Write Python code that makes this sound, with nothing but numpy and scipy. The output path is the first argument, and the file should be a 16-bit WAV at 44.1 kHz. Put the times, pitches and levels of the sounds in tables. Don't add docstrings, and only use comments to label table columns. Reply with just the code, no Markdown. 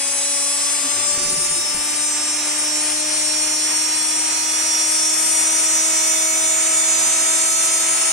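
import sys
import numpy as np
from scipy import signal
from scipy.fft import rfft, irfft
from scipy.io import wavfile

SR = 44100
rng = np.random.default_rng(int(sys.argv[2]) if len(sys.argv) > 2 else 0)


def digitize_waveform(pressure):
    field = np.atleast_2d(pressure).T
    bounded = np.clip(field, -1, 1)
    quanta = np.round(bounded * 32767).astype(np.int16)
    wavfile.write(sys.argv[1], SR, quanta)


N = 358091
TIME, BINS = np.arange(N) / SR, np.fft.rfftfreq(N, 1 / SR)
CONTROL_TIME = np.arange(0, N / SR + .01, 1 / 1000)
SLIDE_MIDDLE_S, SLIDE_LENGTH_S = 1.395, 0.91

# pitch_hz, width_hz, gain_db
PLANK_MODES = [(45, 79, -6), (178, 49, -1), (280, 23, -4.5), (366, 99, 0.5)]


def amp(db):
    return 10 ** (np.asarray(db) / 20)


def unit_rms(x):
    return x / np.sqrt(np.mean(abs(x) ** 2) + 1e-20)


def curves(table, t=TIME):
    times, *columns = np.transpose(table)
    return [np.interp(t, times, column) for column in columns]


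def spectra(table):
    hz, *columns = np.transpose(table)
    return [np.interp(np.log(BINS + 1), np.log(hz), column) for column in columns]


def to_audio(control):
    return np.interp(TIME, CONTROL_TIME, control)


def pan(db):
    sides = np.array([amp(db), amp(0 * db)]).reshape(2, -1)
    return sides / np.sqrt(np.mean(sides ** 2, 0))


def peak(f, hz, width):
    return 1 / (1 + (2 * (f - hz) / width) ** 2)


def swell(middle_s, length_s):
    return np.cos(np.pi * np.clip((TIME - middle_s) / length_s, -.5, .5)) ** 2


def flutter(hz):
    f = np.fft.fftfreq(len(CONTROL_TIME), CONTROL_TIME[1])
    white = rng.standard_normal(len(f)) + 1j * rng.standard_normal(len(f))
    return unit_rms(np.fft.ifft(white / (1 + (f / hz) ** 4)))


def wobble(hz):
    return unit_rms(flutter(hz).real)


def noise(spectrum, correlation):
    left, independent = rfft(rng.standard_normal((2, N)))
    right = correlation * left + np.sqrt(1 - correlation ** 2) * independent
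    return unit_rms(irfft(np.array([left, right]) * spectrum, N))


def tone(angle, db, waver=0.093, waver_hz=5):
    envelope = to_audio(1 + waver * flutter(waver_hz))
    carrier = np.exp(1j * (angle + 2 * np.pi * rng.random()))
    return np.sqrt(2) * amp(db) * (envelope * carrier).real


def shaft_speed(t, top_hz=340.348):
    # shortfall_hz, time_constant_s
    lags = [(58.129, 6.141), (2.737, .998)]
    return top_hz - sum(shortfall * np.exp(-t / lag_s) for shortfall, lag_s in lags)


def turned(t, middle_s=1.16, length_s=0.1):
    return np.clip(.5 + (t - middle_s) / length_s, 0, 1)


def rotor_rush(angle, level_db=-31, beat=0.18, speed_power=2.6, waver_db=0.85):
    # frequency_hz, density_db, pan_db
    colour = [(20, -19, -1), (60, -24, -15), (133, -19.5, 3), (237, -9, 3), (427, -8, 5.5), (763, -1, 1.5),
              (1110, -3, 0.5), (1770, 0, -0.5), (2040, 1.5, 1), (3030, 0, 1.5), (3650, -9.5, 17),
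              (4660, -7, -10), (5100, -22, -7), (6070, -17, -10), (9000, -19, -19), (11900, -52, -4),
              (15000, -40, -8)]
    # frequency_hz, correlation
    likeness = [(100, 0.7), (300, 0.72), (600, 0.47), (1200, 0.43), (2500, 0.37), (5000, 0)]
    density_db, pan_db = spectra(colour)
    air = noise(amp(density_db) * pan(pan_db), spectra(likeness)[0])
    waver = amp(waver_db * to_audio(wobble(hz=6)))
    speed = shaft_speed(TIME)
    growth = (speed / speed.mean()) ** speed_power
    return amp(level_db) * unit_rms(air * waver * growth * (1 + beat * np.cos(angle)))


def rotor_hum(angle, muffle_db=-22):
    # pitch_hz, width_hz, level_db
    bench_modes = [(286, 21, -44), (304.3, 17.4, -37.5), (318.3, 16.3, -39.5), (566, 18, -38),
                   (583.4, 12.6, -36.5), (618, 26, -36.5), (617, 15, -31), (640, 16.5, -35),
                   (655.6, 8.9, -30.5), (823, 170, -45), (940, 110, -42.5), (1143, 12, -43),
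                   (1166.5, 49, -37.5), (1199, 33, -41.5), (1241, 41, -45), (1313.6, 89, -35)]
    # pitch_hz, width_hz, gain_db
    dead_spots = [(620, 10, -20), (1228, 20, -5)]
    order_pans = [4.4, 13, 6.7, 13]
    speed, out = shaft_speed(CONTROL_TIME), 0
    for order, pan_db in enumerate(order_pans, 1):
        pitch = order * speed
        body = np.sqrt(sum((amp(db) * peak(pitch, hz, width)) ** 2 for hz, width, db in bench_modes))
        dip = amp(sum(db * peak(pitch, hz, width) for hz, width, db in dead_spots))
        slide_db = muffle_db * swell(SLIDE_MIDDLE_S, SLIDE_LENGTH_S) if order == 1 else 0
        out += pan(pan_db) * to_audio(body * dip) * tone(order * angle, slide_db)
    return out


def bearing_tones(angle):
    # shaft_multiple, start_db, end_db
    partials = [(.385, -76, -58.5), (.77, -68, -61), (3.915, -48.5, -72)]
    return pan(db=6) * sum(tone(multiple * angle, np.linspace(start_db, end_db, N), waver=0.46)
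                           for multiple, start_db, end_db in partials)


def mains_buzz(pitch_hz=100.7, octave_db=-7):
    # time_s, level_db
    envelope = [(0, -62), (3, -57.5), (5.4, -58.5), (5.9, -71)]
    level_db = curves(envelope)[0]
    angle = 2 * np.pi * pitch_hz * TIME
    return pan(db=6) * (tone(angle, level_db) + tone(2 * angle, level_db + octave_db))


def plank_groan(peak_s=1.26, let_go_s=2.05, peak_db=-39, rise_db_per_s=36, fall_db_per_s=22):
    # middle_s, pitch_hz, level_db, length_s
    judders = [(0.858, 283, -32, 0.088), (0.985, 357, -41, .04), (0.98, 98, -47, .2),
               (1.203, 362, -37, .06), (1.325, 363, -39, 0.1), (1.385, 156, -39, 0.078),
               (1.53, 162, -42, 0.088), (1.578, 342, -37, 0.079), (1.757, 181, -43, 0.033),
               (1.787, 45, -44, 0.064)]
    since_peak = TIME - peak_s
    rub_db = peak_db + np.minimum(rise_db_per_s * since_peak, -fall_db_per_s * since_peak)
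    release = np.clip((let_go_s - TIME) / .05, 0, 1)
    wood = sum(amp(db) * peak(BINS, hz, width) for hz, width, db in PLANK_MODES)
    out = noise(wood, correlation=0.86) * amp(rub_db) * release
    for middle_s, hz, db, length_s in judders:
        envelope = np.sqrt(2) * amp(db) * swell(middle_s, length_s)
        out += envelope * np.sin(2 * np.pi * hz * (TIME - middle_s))
    return pan(db=3.5) * out


def plank_knocks(pivot_hz=200):
    # start_s, level_db, tilt_db_per_octave
    hits = [(1.177, -34, 7), (1.217, -38, -1), (1.262, -41, 2), (1.3, -45, -2), (1.331, -35, 2),
            (1.424, -45, 10), (1.511, -41, -7), (1.593, -45, -2), (1.747, -32, -2), (1.775, -36, -6)]
    out = np.zeros(N)
    for start_s, hit_db, tilt_db in hits:
        since = TIME - start_s
        ringing = (since > 0) & (since < .5)
        t = since[ringing]
        for hz, width, mode_db in PLANK_MODES:
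            gain = amp(hit_db + mode_db + tilt_db * np.log2(hz / pivot_hz))
            out[ringing] += gain * np.exp(-np.pi * width * t) * np.sin(2 * np.pi * hz * t)
    return pan(db=6) * out


def high_hiss(angle, trim_db=-1, beat=0.12, grit_db=1.3):
    # centre_hz, width_hz, pan_db, before_db, after_db, flicker_db
    hiss_bands = [(7460, 600, -9, -41, -29.5, 2.1), (8540, 870, 5, -37.5, -38, 1)]
    swung = turned(TIME, middle_s=1.26, length_s=0.27)
    out = np.zeros((2, N))
    for hz, width, pan_db, before_db, after_db, flicker_db in hiss_bands:
        flicker = unit_rms(amp(flicker_db * wobble(hz=9) + grit_db * wobble(hz=160)))
        band = np.exp(-((BINS - hz) / width) ** 2)
        gain = amp(before_db + (after_db - before_db) * swung + trim_db)
        out += gain * to_audio(flicker) * noise(band * pan(pan_db), correlation=0)
    return out * unit_rms(1 + beat * np.cos(angle))


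def whine_orders(bar_order=18, drive_db=1.5, fizz_db=-7):
    # time_s, left_db, right_db
    bar_note = [(0, -40, -35), (.6, -31.5, -28), (.95, -33.5, -32), (1.12, -31, -25.5), (1.22, -34, -29),
                (1.42, -33, -37), (1.65, -24.5, -38), (1.9, -31, -37), (2.3, -27, -35), (2.7, -32, -28),
                (3.15, -29.5, -31), (3.45, -25.5, -26.5), (4.2, -29, -23.5), (4.65, -28, -24.5),
                (4.9, -26.5, -23), (5.4, -28, -27), (6, -33, -23), (6.7, -38, -33), (7.2, -34, -41),
                (7.6, -36, -27.5), (8.12, -38, -40)]
    # shaft_order, force_db
    chatter = [(5, -3), (6, 7), (7, 6.5), (8, 1.5), (9, 4), (10, 6), (11, 7.5), (12, 5.0), (13, 8), (14, 6),
               (15, 7.5), (16, 7), (17, 10), (19, 9.5), (20, 7.0), (21, 8.5), (22, 3.5), (23, 4.5),
               (24, 2.5), (25, 5), (26, 4), (27, 3.5), (28, 5.5), (29, -2.0), (30, 4.5), (31, 0.5),
               (32, 2.5), (33, 1), (34, -3), (35, -4), (36, 11.5), (37, 0), (38, 4), (39, -6.0), (40, -7),
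               (41, -6), (42, -15)]
    # time_s, low_db, mid_db, high_db
    band_envelopes = [(0.0, -0.5, -6, -3), (0.6, -0.5, -3, -1.5), (1.05, -1.5, -4.5, -5), (1.3, 1, -3, 2.5),
                      (1.7, -2.5, -6.5, 0), (2.1, -1, -2, 0), (2.6, -0.5, -5, -1), (3.3, 0.5, -4, 1.0),
                      (4.0, -0.5, -3, 1), (4.7, 1.5, 0.0, 0), (5.35, 0.0, 0.5, 2.5), (5.9, 2, 2.5, 1.5),
                      (6.5, 0.5, 0.5, 3), (7.1, 2.5, 4, 0.5), (7.6, 2, 3.5, 1), (8.12, 3, 0, 1)]
    band_centres = [5600, 6800, 8800]
    # shaft_order, left_db, right_db
    first_facing = [(10, 5, -2), (11, 6.5, -1), (12, 6, 2), (13, 1.5, 1.5), (14, 6, -1), (15, -2.5, 0),
                    (16, -1, 0), (17, 2.5, 1.5), (19, -5, -11), (21, 4, -8), (22, 9, 7), (23, 11.5, -2),
                    (24, 14, 3), (25, 10, 0), (28, 4.5, 4.5), (29, 13.5, 5), (31, 5, -2), (33, 7.5, -1.5),
                    (34, 10, 4), (35, 8, -1.5), (36, 10.5, -1), (37, 9, -1), (38, -14, -3), (39, -4, 7),
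                    (40, -8, 2), (41, -8, -8.5), (42, 6, 12)]
    # pitch_hz, width_hz, left_db, right_db
    housing_modes = [(2050, 560, -53.5, -60), (2240, 41, -45.5, -53.5), (2453, 320, -44.5, -46),
                     (3000, 350, -55.5, -60.5), (3500, 380, -51, -46.5), (3850, 150, -48.5, -52),
                     (3970, 310, -53.0, -48), (4333, 215, -44, -55.5), (4613, 320, -47.5, -51),
                     (5070, 440, -45.5, -47), (5360, 134, -47, -44.5), (5710, 120, -59, -46.5),
                     (5715, 320, -70, -39.0), (5840, 120, -45, -41.5), (6130, 600, -47.5, -39),
                     (6340, 140, -49, -41.5), (6480, 81, -44, -59), (6795, 540, -55.5, -35.5),
                     (7060, 87, -42, -28.5), (7280, 106, -33, -30.5), (7496, 450, -39.5, -33.5),
                     (7880, 100, -49, -38.5), (8060, 310, -36, -37), (8378, 51, -37.5, -37),
                     (8590, 270, -38.0, -47.5), (8517, 290, -31.5, -47.5), (8680, 160, -32.5, -42),
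                     (8830, 340, -29, -41.5), (9050, 167, -29.5, -41), (9210, 343, -33, -53),
                     (9430, 280, -59.0, -45.5), (9530, 560, -51, -47), (10190, 680, -48.5, -46.5),
                     (10800, 310, -56, -64), (10760, 620, -48.5, -52.5), (11300, 210, -50.5, -54.5),
                     (11520, 311, -65.5, -62.5), (12900, 2200, -53, -50), (14500, 1533, -44, -54),
                     (15159, 2700, -58, -55)]
    speed, bands_db = shaft_speed(CONTROL_TIME), curves(band_envelopes, CONTROL_TIME)
    facing_db = {order: np.array([[left], [right]]) for order, left, right in first_facing}
    fizz = [(order, fizz_db) for order in range(43, 57)]
    gains = [(bar_order, amp(curves(bar_note, CONTROL_TIME)))]
    for order, force_db in list(chatter) + fizz:
        pitch = order * speed
        envelope_db = sum(np.interp(pitch, band_centres, weights) * band_db
                          for weights, band_db in zip(np.eye(3), bands_db))
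        askew_db = facing_db.get(order, 0) * (1 - turned(CONTROL_TIME))
        force = amp(force_db + drive_db + envelope_db + askew_db)
        body = np.sqrt(sum((amp([[left], [right]]) * peak(pitch, hz, width)) ** 2
                           for hz, width, left, right in housing_modes))
        gains.append((order, force * body))
    return gains


def brush_contact(blur, jostle, rough=.35, drift=.31):
    unevenness = rough * flutter(hz=50) + drift * flutter(hz=7 * blur)
    contact = 1 + blur * unevenness + jostle * flutter(hz=28)
    return contact / np.sqrt(1 + jostle ** 2)


def motor_whine(angle, slide_jostle=.55, wander_rad=.7, throb=.04, throb_hz=46.9):
    # frequency_hz, before_rad, after_rad
    phase_lead = [(2500, 0.5, -.5), (3620, 1.5, -.9), (3930, 0.7, 2.4), (4220, 1, 0.5), (4850, 2.5, -2.5),
                  (5260, 0.4, -1.4), (5480, 2.8, 0.1), (5550, 1.5, 0), (6360, 2.7, -.5), (6860, 3.5, 1),
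                  (6900, 3.5, 0.5), (7420, 4, 3.5), (8100, 7.5, 4), (8380, 4.5, 4.5), (8840, 5, 3),
                  (9100, 4, 2.5), (9320, 2.5, 0.5), (10200, 6.2, 2), (10900, 4, 1), (13700, 5, 4.5)]
    # frequency_hz, flutter_factor
    blur_curve = [(1500, .6), (2900, .6), (3500, 1.35), (4900, 1.45), (5600, .95), (8800, .9), (9400, 1.1),
                  (11000, 1.5), (13000, 1.4)]
    lead_hz, lead_before, lead_after = np.transpose(phase_lead)
    speed = shaft_speed(CONTROL_TIME)
    jostle = slide_jostle * np.interp(CONTROL_TIME, TIME, swell(SLIDE_MIDDLE_S, SLIDE_LENGTH_S))
    out = np.zeros((2, N))
    for order, gain in whine_orders():
        pitch = order * speed
        blur = np.interp(pitch.mean(), *np.transpose(blur_curve))
        contact = np.array([brush_contact(blur, jostle) for _ in range(2)])
        envelopes = gain * unit_rms(contact) * np.exp(2j * np.pi * rng.random())
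        wander = wander_rad * min(pitch.mean() / 6000, 1) * wobble(hz=1.1)
        before, after = np.interp(pitch, lead_hz, lead_before), np.interp(pitch, lead_hz, lead_after)
        lead = before + (after - before) * turned(CONTROL_TIME)
        envelopes[0] *= np.exp(1j * (lead + wander))
        phase = (order * angle % (2 * np.pi)).astype(np.float32)
        cos, sin = np.cos(phase), np.sin(phase)
        for side, envelope in zip(out, envelopes):
            side += to_audio(envelope.real) * cos - to_audio(envelope.imag) * sin
    return np.sqrt(2) * out * (1 + throb * np.cos(2 * np.pi * throb_hz * TIME))


def scene():
    angle = 2 * np.pi * np.cumsum(shaft_speed(TIME)) / SR
    whine = motor_whine(angle)
    hum = rotor_hum(angle) + bearing_tones(angle) + mains_buzz()
    return whine + hum + rotor_rush(angle) + high_hiss(angle) + plank_groan() + plank_knocks()


def record(dry, cutoff_hz=15700):
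    taps = signal.firwin(511, cutoff_hz, window=("kaiser", 9), fs=SR)
    return signal.oaconvolve(dry, taps[None], "same")


dry = scene()
out = record(dry)
digitize_waveform(out)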